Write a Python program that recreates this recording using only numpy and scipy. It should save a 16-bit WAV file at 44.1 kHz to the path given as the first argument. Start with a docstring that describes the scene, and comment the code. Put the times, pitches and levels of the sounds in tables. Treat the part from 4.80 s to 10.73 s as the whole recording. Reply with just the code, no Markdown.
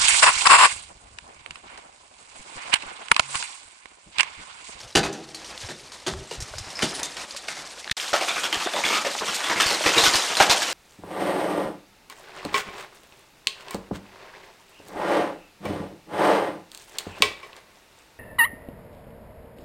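"""Ice climbing and falling icicles

A climber works up a frozen waterfall in a rocky gully: picks and crampons crunch into the ice,
the hollow sheet booms, gear clinks, something trickles softly and wind nudges the microphone.
The sound drops out briefly, then icicles tumble down the slope, bursting into knocking chunks and
a hissing slide of splinters. Each crunch is a swarm of tiny cracks, echoed by the rock walls."""
import sys
import numpy as np
from scipy import signal
from scipy.fft import rfft, irfft
from scipy.io import wavfile
from scipy.ndimage import uniform_filter1d

SR = 44100
rng = np.random.default_rng(int(sys.argv[2]) if len(sys.argv) > 2 else 0)


def persist_wave(psi):
    """Save psi, clipped to +-1, as 16-bit WAV."""
    counts = np.round(np.clip(psi, -1, 1) * 32767).astype(np.int16)
    wavfile.write(sys.argv[1], SR, np.atleast_2d(counts).T)


N = 261513

# Picks and crampons biting in. 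"Hollow" is the low note of the ice, "ring" its high note.
# (time [s], relative level [dB], brightness [dB], hollow [Hz], ring [Hz], crumbling time [s])
BLOWS = [(0.152, -12.5, -4.5, 380, 2880, 0.029), (0.231, -23.5, -6, 686, 2540, 0.033),
         (0.327, -48, 22.5, 450, 6000, 0.01), (0.546, -36, 12.5, 384, 4400, 0.0041),
         (0.645, -40, 6, 596, 5650, 0.012), (0.888, -32, -5, 385, 1600, 0.03),
         (1.119, -38, 2, 990, 4100, 0.031), (1.265, -22, -3.5, 376, 3200, 0.023),
         (1.511, -33.5, 0.5, 420, 2860, 0.043), (1.604, -43.5, 20.5, 423, 5540, 0.023),
         (1.783, -36.5, 16, 390, 5140, 0.0038), (1.865, -41, -16, 750, 1900, 0.028),
         (1.991, -30.5, -9, 1500, 2230, 0.031), (2.022, -20, 0, 338, 3050, 0.025),
         (2.23, -29, 6, 918, 3630, 0.028), (2.367, -32.5, -1.5, 960, 2490, 0.054),
         (2.564, -34.5, 14, 920, 4500, 0.0033), (2.682, -29, -2.5, 1430, 2150, 0.042),
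         (2.768, -33.5, -3.5, 738, 2060, 0.033)]
# The tone of their crunch: (frequency [Hz], level [dB])
BLOW_TONE = [(59, -80), (100, -25), (330, 4.5), (467, -6.5), (600, 2), (1140, 4.5), (1810, 2.5),
             (2130, -3.5), (3040, -13.5), (3590, -6), (4610, -8), (12800, -25), (14500, -36)]
# The notes of a steel pick: (pitch [Hz], relative level [dB], time to fade by 60 dB [s])
PICK_NOTES = [(1900, -24, 0.27), (3060, -5, 0.14), (4020, -1, 0.22), (4670, 1, 0.15), (6140, -15, 0.098)]
# The low notes of the ice sheet; wider ones die sooner: (pitch [Hz], width [Hz], relative level [dB])
SHEET_NOTES = [(135.6, 21, 5.5), (160, 16.5, 6), (207, 20, 2.5), (333, 49, 9)]


def climbing_blows():
    """Steel points ring as they crush into the hollow ice sheet, which booms."""
    out, t = np.zeros(N), np.arange(SR // 2) / SR
    boom = sum(from_db(db) * np.sin(2 * np.pi * hz * t) * np.exp(-np.pi * width_hz * t)
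               for hz, width_hz, db in SHEET_NOTES)
    boom *= 1 - np.exp(-t / 0.026)   # the whole sheet takes a moment to get moving
    for s, level_db, bright_db, hollow_hz, ring_hz, crumble_s in BLOWS:
        levels = band_levels("blow", level_db, bright_db, hollow_hz)
        thud_db, _, crack_db, _ = levels
        # harder blows crush the ice, so the first snap grows less than the crack
        crunch = shatter(levels, hollow_hz, ring_hz, crumble_s, BLOW_TONE, fade_s=0.14,
                         snap_db=0.54 * crack_db - 2.5, snaps_per_s=3700, spread_db=2,
                         hollow_db=3.5, ring_db=3.5, shard_db=-13, knock_db=-15, clink_db=2.5)
        steel = sum(ping(hz * rng.uniform(1, 1.015), crack_db + db - 4.5, fade_s)
                    for hz, db, fade_s in PICK_NOTES)
        add(out, s, crunch)
        add(out, s, steel)
        add(out, s + 0.011, from_db(thud_db + 3) * boom)
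    return from_db(-6) * out


# Chunks breaking off and landing: (time [s], relative level [dB], brightness [dB],
# hollow [Hz], hollow level [dB], ring [Hz], ring level [dB], crumbling time [s])
FALLS = [(3.201, -34, 11.5, 1500, 19, 3340, -6, 0.038), (3.331, -20, -3, 1320, 12, 623, 10, 0.032),
         (3.41, -25.5, -3, 690, 18, 2280, 7, .022), (3.48, -28, -7, 1330, 18, 2480, 1, 0.017),
         (3.559, -26.5, -7, 1490, 13, 2400, 9, 0.028), (3.635, -23.5, 3, 1240, -7, 3280, 6, 0.021),
         (3.727, -24, 1, 895, 7, 3120, 14.5, 0.029), (3.799, -28.5, -1, 1200, -14, 2660, 6, 0.011),
         (3.936, -27.5, -4, 590, 15, 3500, 11, 0.043), (3.962, -26, -4.5, 870, 17, 3620, 8, 0.03),
         (4.038, -25, -3.5, 1180, 7, 2284, 12, 0.029), (4.051, -24.5, 4.5, 570, 7, 3430, 14.5, 0.04),
         (4.098, -24, 0.5, 1190, 19, 2160, 7, 0.063), (4.128, -22.5, -3, 1280, 19, 2200, 5, 0.056),
         (4.248, -26.5, -4, 600, 11, 1790, 5, 0.03), (4.409, -31.5, -13, 726, -13, 1070, 15, 0.027),
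         (4.479, -25.5, -2, 1210, -5, 3180, 8, 0.018), (4.544, -39, 32, 1360, 6, 4390, 4, 0.013),
         (4.64, -27.5, -1, 1220, 4, 3430, 13, 0.045), (4.697, -22, -5, 980, 11, 1560, 9, 0.032),
         (4.76, -27, -9, 1290, -6, 2260, 6, .03), (4.801, -17, 2.5, 1770, 6, 2830, 0, 0.028),
         (4.862, -22.5, 5.5, 1330, -7, 4500, 7.5, 0.035), (4.904, -23.5, 4, 517, 6, 4120, 3, 0.047),
         (5.038, -24, -4, 1390, -2, 2960, 4, 0.033), (5.06, -19, 1.5, 496, 5, 1930, 2, 0.036),
         (5.137, -25, 3, 590, 2, 2580, 14, 0.04), (5.165, -20.5, -2.5, 423, -5, 2060, -5, 0.031),
         (5.179, -18.5, 6, 1090, 20, 3805, 11.5, 0.017), (5.238, -19.5, 13, 845, 11, 3680, 2, 0.0091),
         (5.255, -14, 1.5, 1490, 2, 3450, -4, 0.019), (5.337, -20.5, 2.5, 930, 1, 4350, 9, 0.014),
         (5.355, -21, 9.5, 970, 12, 4960, 5, 0.018), (5.5, -28.5, -2, 830, 4, 3020, 7, 0.033),
         (5.569, -23.5, 6, 900, 6, 4070, 9, .006), (5.601, -11, -6, 800, 17.5, 1430, 11, 0.015),
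         (5.621, -21.5, 13, 800, -8, 2140, 4, 0.0087), (5.698, -14, 4.5, 850, 11, 4050, 0, 0.026),
         (5.82, -24.5, 6, 850, 12, 1670, 8, 0.0099)]
# The tone of their crunch: (frequency [Hz], level [dB])
FALL_TONE = [(59, -60), (100, -11), (134, -35), (175, -7), (255, -11), (308, -4), (693, -8.5), (786, -9),
             (1120, -8.5), (4070, -12), (8800, -15), (10400, -19), (14500, -14)]


def falling_ice():
    """Broken icicles burst on the slope; some ring hollow, others only crunch."""
    out = np.zeros(N)
    for s, level_db, bright_db, hollow_hz, hollow_db, ring_hz, ring_db, crumble_s in FALLS:
        levels = band_levels("fall", level_db, bright_db, hollow_hz)
        _, _, crack_db, _ = levels
        burst = shatter(levels, hollow_hz, ring_hz, crumble_s, FALL_TONE, fade_s=0.17,
                        snap_db=crack_db + 8.5, snaps_per_s=2400, spread_db=3, hollow_db=hollow_db,
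                        ring_db=ring_db, shard_db=-9, knock_db=hollow_db - 4, clink_db=ring_db - 4)
        add(out, s, burst)
    return from_db(-5) * out


# The four bands of an impact, from low to high: thud, crunch, crack and spray.
# (level in a blow [dB], level in a fall [dB], gain from brightness [dB per dB])
IMPACT_BANDS = [(-7.5, -2.5, -0.68), (-4, 1, -0.3544), (-0.5, 0.5, 0.4037), (-3, -7.5, 0.7332)]
BIG_BLOCK_HZ, THUD_DB_PER_OCTAVE = 543, -6.5


def band_levels(kind, level_db, bright_db, hollow_hz):
    """Bright impacts favour the high bands; smaller blocks sound higher and thud less."""
    blow_db, fall_db, tilt = np.transpose(IMPACT_BANDS)
    levels = level_db + (blow_db if kind == "blow" else fall_db) + bright_db * tilt
    levels[0] += THUD_DB_PER_OCTAVE * np.log2(hollow_hz / BIG_BLOCK_HZ)
    return levels


# The borders of those four bands: (frequency [Hz])
BAND_EDGES_HZ = [60, 700, 2500, 6000, 15000]


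def shatter(levels, hollow_hz, ring_hz, crumble_s, tone, fade_s, snap_db, snaps_per_s, spread_db,
            hollow_db, ring_db, shard_db, knock_db, clink_db):
    """Ice breaks with a snap, a knock, a clink and a swarm of tiny cracks that soon fades."""
    thud_db, _, crack_db, _ = levels
    t = np.arange(SR // 3) / SR
    size = len(t) + 1024   # extra samples let the filters settle
    cracks = tiny_snaps(size, snaps_per_s, spread_db)
    # the block rings hollow; its fragments collide, each at a pitch of its own
    block = from_db(hollow_db) * resonance(cracks, hollow_hz, 170)
    block += from_db(ring_db) * resonance(cracks, ring_hz, 400)
    pitches = np.geomspace(900, 9000, 14) * np.exp(rng.normal(0, 0.1196, size=14))
    shards = sum(resonance(tiny_snaps(size, 180, spread_db), hz, 49) for hz in pitches)
    swarm = shape_tone(unit_level(cracks + block) + from_db(shard_db) * unit_level(shards), tone)
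    crumble = np.zeros(len(t))
    band_fades_s = fade_s * np.linspace(0.83, 0.7, len(levels))   # the thud outlasts the spray
    for low_hz, high_hz, db, band_fade_s in zip(BAND_EDGES_HZ, BAND_EDGES_HZ[1:], levels, band_fades_s):
        band = even_out(filtered(swarm, [low_hz, high_hz], "band", order=3), window=700)
        spurts_db = 0.96 * wander(196, len(t))   # coarse and fine pieces give way separately
        fade_db = -60 * np.maximum(t - crumble_s, 0) / band_fade_s
        crumble += from_db(db + spurts_db + fade_db) * band[-len(t):]
    first_push = 1 + 0.3 * np.exp(-t / 0.005)
    spreading = 1 - np.exp(-t / 0.00071)   # the cracks take a moment to spread
    snap = filtered(rng.standard_normal(len(t)) * np.exp(-t / 0.001), [700, 5500], "band")
    knock_shape = (1 - np.exp(-t / 0.0057)) * np.exp(-t / 0.0071)
    knock = from_db(thud_db + knock_db) * np.sin(2 * np.pi * hollow_hz * t) * knock_shape
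    clink = from_db(crack_db + clink_db) * np.sin(2 * np.pi * ring_hz * t) * np.exp(-t / 0.0082)
    return crumble * first_push * spreading + with_peak(snap, snap_db) + knock + clink


# Hard lumps knocking: (time [s], peak level [dB], pitch [Hz])
KNOCKS = [(0.175, -14, 396), (1.513, -24.5, 420), (1.738, -24, 636), (2.029, -18, 224), (2.548, -29, 520),
          (2.685, -26, 700), (3.044, -22, 2000), (3.077, -18.5, 1780), (3.097, -16, 1770),
          (3.116, -7.5, 1830), (3.34, -8, 598), (3.862, -17, 382), (3.872, -14, 710), (4.007, -28, 770),
          (4.107, -20.5, 454), (4.128, -12, 1180), (4.266, -19, 557), (4.351, -16, 850), (4.42, -22.5, 463),
          (4.696, -21, 1050), (4.801, -6.5, 1230), (4.911, -17.5, 383), (5.008, -17, 640),
          (5.063, -16, 340), (5.079, -8, 1980), (5.147, -9, 2500), (5.166, -20, 435), (5.199, -19, 440),
          (5.238, -7, 820), (5.275, -21, 615), (5.427, -19.5, 790)]
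# The notes of one lump: (multiple of its pitch [ratio], relative level [dB])
LUMP_NOTES = [(1, 0.5), (1.44, -6.5), (2.13, -3.5), (3.2, -14.5), (4.9, -32)]


def knocking_lumps():
    """A lump rings briefly with a few clashing notes, bounces once and sheds a little grit."""
    out, t = np.zeros(N), np.arange(SR // 8) / SR
    for s, peak_db, hz in KNOCKS:
        hits = np.zeros(len(t))
        hits[0] = rng.choice([-1, 1])
        bounce_s = 0.011 * rng.uniform(0.6, 1.4)
        hits[int(bounce_s * SR)] = from_db(-13)
        ring = np.zeros(len(t))
        for multiple, db in LUMP_NOTES:
            note_hz = hz * multiple * (1 + 0.075 * rng.standard_normal())
            fade_s = 18 / hz / np.sqrt(multiple)   # higher notes die sooner
            ring += rng.choice([-1, 1]) * ping(note_hz, db + 2 * rng.standard_normal(), fade_s)[:len(t)]
        knock = filtered(signal.fftconvolve(ring, hits)[:len(t)], hz / 2, "high", order=4)
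        grit = unit_level(filtered(rng.standard_normal(len(t)), [700, 5000], "band"))
        knock += from_db(-20) * grit * np.exp(-t / 0.003)
        add(out, s, with_peak(knock, peak_db))
    return out


# Single sharp ticks: (time [s], relative level [dB], pitch [Hz], contact time [s])
TICKS = [(0.157, -4, 2900, 0.0015), (0.175, -10, 3000, 0.00087), (0.777, -23, 3400, .002),
         (1.267, -26, 2280, 0.00089), (1.337, -21, 1400, .001), (1.5142, -25.5, 3460, 0.00065),
         (1.604, -20, 6000, .0015), (1.624, -21, 5650, 0.0025), (1.783, -21, 4970, .002),
         (1.991, -17, 1940, 0.00054), (2.026, -14, 1680, .003), (2.028, -12.5, 2960, 0.002),
         (2.232, -12.5, 6160, .002), (2.369, -23.5, 3270, 0.0025), (2.684, -18, 2180, 0.0067),
         (3.113, -7, 3740, 0.00022), (3.1995, -14, 3130, 0.0011), (3.7274, -11.5, 2430, 0.0019),
         (3.7444, -11, 2900, 0.0016), (4.388, -17, 2970, .003), (4.606, -14.5, 1390, 0.00035),
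         (4.699, -11, 1900, 0.0023), (4.807, -7, 2440, .001), (4.948, -17, 4590, .0005),
         (5.064, -6, 1850, 0.00069), (5.239, -16, 2200, 0.00069), (5.258, -7, 4100, .0005),
         (5.553, -10, 3370, 0.00054), (5.6021, -4, 1290, 0.00076), (5.609, -3, 820, 0.0013),
         (5.697, -8, 3600, 0.0015)]


def sharp_ticks():
    """A hard little contact rings briefly; the longer it grinds, the fuller it sounds."""
    out, t = np.zeros(N), np.arange(SR // 10) / SR
    for s, db, hz, contact_s in TICKS:
        fade = np.exp(-t / contact_s) + from_db(-18) * np.exp(-t / 0.006)
        grind = rng.standard_normal(len(t)) * fade
        tick = resonance(grind, hz, hz / 2.8) + from_db(-49) * filtered(grind, [500, 8000], "band")
        add(out, s, with_peak(tick, db - 0.5))
    return out


# Low thumps: (time [s], peak level [dB])
THUMPS = [(0.159, -22), (2.032, -30), (3.113, -28), (3.768, -34), (4.861, -27), (5.061, -25.5),
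          (5.234, -28), (5.275, -26.5), (5.351, -27.5), (5.606, -25), (5.696, -26)]


def impact_thumps():
    """Dull low thumps come with the loud ice impacts."""
    out, t = np.zeros(N), np.arange(SR // 10) / SR
    thump = filtered(np.exp(-t / 0.00033), [25, 170], "band")
    for s, peak_db in THUMPS:
        add(out, s, with_peak(thump, peak_db))
    return out


# Icicle stubs chattering as they are hit: (time [s], level [dB], pitch [Hz])
ICICLE_CHATTER = [(3.479, -30, 2400), (3.49, -30, 3530), (3.858, -36, 3560), (4.036, -29, 2160),
                  (5.182, -26, 3750), (5.205, -26, 4110)]
# Steel gear clinking on the harness: (time [s], level [dB], pitch [Hz])
GEAR_CLINKS = [(1.472, -52.5, 7700), (1.77, -46, 5050), (1.85, -50, 5370), (1.955, -37, 5140),
               (2.086, -41, 5200), (2.138, -39.5, 9800)]


def rattles(rows, detune, sharpness, settle_s):
    """Small hard parts touch again and again as they settle, ringing four close notes."""
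    out, t = np.zeros(N), np.arange(SR // 3) / SR
    for s, db, hz in rows:
        rattle = np.zeros(len(t))
        offsets = detune * np.linspace(-1, 1, 4) * rng.uniform(0.59, 1, 4)
        for note_hz in hz * (1 + offsets):
            touches = tiny_snaps(len(t), 260, 2.3) * np.exp(-t / settle_s)
            touches[0] = rng.choice([-1, 1])
            rattle += resonance(touches, note_hz, note_hz / sharpness)
        add(out, s, from_db(db) * rattle / np.std(rattle[t < 0.04]))
    return out


# A soft steady trickling hiss behind the climb, likely meltwater: (time [s], relative level [dB])
TRICKLE_FLOW = [(0.0, -40.5), (0.11, -49), (0.34, -49.5), (0.66, -45.5), (0.82, -39), (1.0, -48),
                (1.2, -45.5), (1.42, -46.5), (1.68, -44), (1.97, -40), (2.15, -35), (2.33, -42),
                (2.46, -43), (2.54, -40.5), (2.63, -44), (2.87, -41), (3.1, -43)]
# Ice splinters sliding during the collapse: (time [s], relative level [dB])
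SLIDE_FLOW = [(3.17, -32.5), (3.27, -32.5), (3.45, -29.5), (3.61, -30.5), (3.7, -31), (3.9, -30.5),
              (4.13, -30.5), (4.22, -30), (4.35, -31), (4.55, -31), (4.82, -28.5), (5.02, -28), (5.24, -20),
              (5.39, -24.5), (5.56, -28), (5.75, -24.5), (5.92, -28)]
# The tone of each flow: (frequency [Hz], level [dB])
TRICKLE_TONE = [(24, -33), (40, -15), (80, -10), (102, -55), (155, -13.5), (665, -7), (851, -8),
                (1500, -10.5), (2120, -8.5), (5280, -7), (9540, -14), (12500, -17.5), (14500, -55)]
SLIDE_TONE = [(24, -53), (40, -35), (118, -26), (333, -9), (752, -4.5), (1360, -3.5), (1920, -3.5),
              (3300, 0.5), (6750, -3), (9540, -8.5), (10500, -9), (13500, -9), (14500, -43)]


def hissing_flow(flow, tone, low_db, high_db, tinkles_per_s, spread_db, tinkle_db, flicker_db):
    """Countless tiny clicks merge into a hiss while others tinkle; the lows and highs flicker."""
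    flow_db = np.interp(np.arange(N) / SR, *np.transpose(flow))
    pitches = np.geomspace(500, 9500, 28)
    per_pitch = tinkles_per_s / len(pitches)
    tinkle = sum(resonance(tiny_snaps(N, per_pitch, spread_db), hz, hz / 22) for hz in pitches)
    hiss = tiny_snaps(N, 9000, 2.9)
    stream = shape_tone(unit_level(hiss) + from_db(tinkle_db) * unit_level(tinkle), tone)
    lows = unit_level(filtered(stream, 2000, "low", order=3))
    lows *= from_db(low_db + flicker_db * wander(45))
    highs = unit_level(filtered(stream, 2000, "high", order=3))
    highs *= from_db(high_db + flicker_db * wander(45))
    return from_db(flow_db) * (lows + highs)


def gully_echo(x, low_db, high_db, low_fade_s, high_fade_s):
    """Rough rock walls scatter sound back unevenly; the air dulls it and the lows last longest."""
    out, t = np.zeros(N), np.arange(SR) / SR
    build_up = 1 - np.exp(-t / 0.0061)
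    for band_hz, db, fade_s in [([120, 800], low_db, low_fade_s), ([800, 6000], high_db, high_fade_s)]:
        echoes = rng.standard_normal(len(t)) * build_up * from_db(2.7 * wander(44.7, len(t)))
        tail = unit_level(echoes * from_db(-60 * t / fade_s)) / np.sqrt(len(t))
        out += from_db(db) * signal.fftconvolve(x, filtered(tail, band_hz, "band"))[:N]
    return out


# Gusts on the microphone: (time [s], relative level [dB], hold time [s])
GUSTS = [(0.04, -47, 0.022), (0.187, -42, 0.094), (0.837, -37, 0.016), (1.026, -53, 0.011),
         (1.326, -37.5, 0.07), (1.416, -43, 0.014), (1.58, -33.5, 0.013), (1.62, -30, 0.0067),
         (1.712, -44, .015), (1.754, -39, 0.032), (1.805, -35, .008), (1.87, -42, .006)]
GUST_RISE_DB_PER_S, GUST_FALL_DB_PER_S, BREEZE_ENDS_S = 1800, 1300, 1.6


def wind():
    """Wind rumbles faintly on the microphone, with brief low gusts."""
    t = np.arange(N) / SR
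    strength = from_db(-70) + from_db(-66.5) * (t < BREEZE_ENDS_S)   # calm air plus an early breeze
    for s, db, hold_s in GUSTS:
        rise_db = GUST_RISE_DB_PER_S * np.maximum(s - t, 0)
        fall_db = GUST_FALL_DB_PER_S * np.maximum(t - s - hold_s, 0)
        strength += from_db(db - rise_db - fall_db)
    swirls = even_out(filtered(rng.standard_normal(N), [40, 130], "band"), window=1500)
    return filtered(strength * swirls, 124, "low", order=3)


def tiny_snaps(size, per_s, spread_db):
    """Clicks at random moments; spread_db sets how much their strengths vary."""
    strength = from_db(spread_db * np.minimum(rng.exponential(1, size), 4))
    return (rng.random(size) < per_s / SR) * strength * rng.choice([-1, 1], size)


def ping(hz, db, fade_s):
    """One struck note, dying away by 60 dB in fade_s."""
    t = np.arange(SR // 3) / SR
    return from_db(db - 60 * t / fade_s) * np.sin(2 * np.pi * hz * t)


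def resonance(x, hz, width_hz):
    """Make a sound ring at one pitch; a narrower width rings longer."""
    r = np.exp(-np.pi * width_hz / SR)
    feedback = [1, -2 * r * np.cos(2 * np.pi * hz / SR), r * r]
    return signal.lfilter(np.array([1, 0, -1]) * (1 - r * r) / 2, feedback, x + 1e-18)


def filtered(x, hz, kind, order=2):
    """Keep the lows, the highs or a band in between."""
    return signal.sosfilt(signal.butter(order, hz, kind, fs=SR, output="sos"), x)


def shape_tone(x, tone):
    """Turn each frequency up or down along a tone curve."""
    hz, db = np.transpose(tone)
    bins_hz = np.fft.rfftfreq(len(x), 1 / SR) + 1
    gain = from_db(np.interp(np.log(bins_hz), np.log(hz), db))
    return irfft(rfft(x) * gain, len(x))


def wander(per_s, size=N):
    """A curve that glides to a new random value per_s times a second."""
    points = rng.standard_normal(2048)
    return np.interp(np.arange(size) / SR * per_s, np.arange(len(points)), points)


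def from_db(db):
    """Turn decibels into a multiplier."""
    return 10 ** (np.asarray(db) / 20)


def unit_level(x):
    """Scale a sound to an average (rms) level of 1."""
    return x / np.sqrt(np.mean(x ** 2) + 1e-20)


def even_out(x, window):
    """Hold the level near 1, averaged over a sliding window of samples."""
    return x / np.sqrt(uniform_filter1d(x ** 2, size=window) + 1e-12)


def with_peak(x, db):
    """Scale a sound so that its peak sits at db."""
    return from_db(db) * x / np.abs(x).max()


def add(out, s, sound):
    """Mix a sound in, starting at s seconds."""
    at = round(s * SR)
    out[at:at + len(sound)] += sound[:max(N - at, 0)]


DROPOUT_START_S, DROPOUT_END_S, DROPOUT_DB = 3.128, 3.167, -50


def scene():
    """The climb, a brief dropout, then the collapse; both channels are the same."""
    t = np.arange(N) / SR
    blows = climbing_blows()
    chunks = falling_ice() + rattles(ICICLE_CHATTER, detune=0.027, sharpness=24, settle_s=0.03)
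    gear = rattles(GEAR_CLINKS, detune=0.056, sharpness=80, settle_s=0.055)
    climb = blows + gear + gully_echo(blows, low_db=-5, high_db=-9, low_fade_s=1, high_fade_s=0.66)
    climb += hissing_flow(TRICKLE_FLOW, TRICKLE_TONE, low_db=-3.5, high_db=-1.5,
                          tinkles_per_s=3700, spread_db=5, tinkle_db=-6, flicker_db=3)
    collapse = chunks + gully_echo(chunks, low_db=-4.5, high_db=-10.5, low_fade_s=0.75, high_fade_s=0.12)
    collapse += hissing_flow(SLIDE_FLOW, SLIDE_TONE, low_db=-4.5, high_db=-2.5,
                             tinkles_per_s=1100, spread_db=-0.5, tinkle_db=-5.5, flicker_db=2.5)
    mix = np.where(t < DROPOUT_START_S, climb, collapse)
    mix += sharp_ticks() + knocking_lumps() + impact_thumps() + wind()
    dropout = (t > DROPOUT_START_S) & (t < DROPOUT_END_S)
    mix *= from_db(DROPOUT_DB * uniform_filter1d(dropout.astype(float), size=64))
    return np.array([mix, mix])


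def record(dry):
    """Soften the treble above 10 kHz, round off the loudest peaks and cut everything above 14.2 kHz."""
    treble_gain = from_db(-8)
    below_treble = signal.sosfiltfilt(signal.butter(16, 10000, fs=SR, output="sos"), dry)
    dull = treble_gain * dry + (1 - treble_gain) * below_treble
    rounded = dull / (1 + (dull / 1.05) ** 4) ** 0.25
    return signal.sosfilt(signal.ellip(10, 0.2, 90, 14200, fs=SR, output="sos"), rounded)


dry = scene()
out = record(dry)
persist_wave(out)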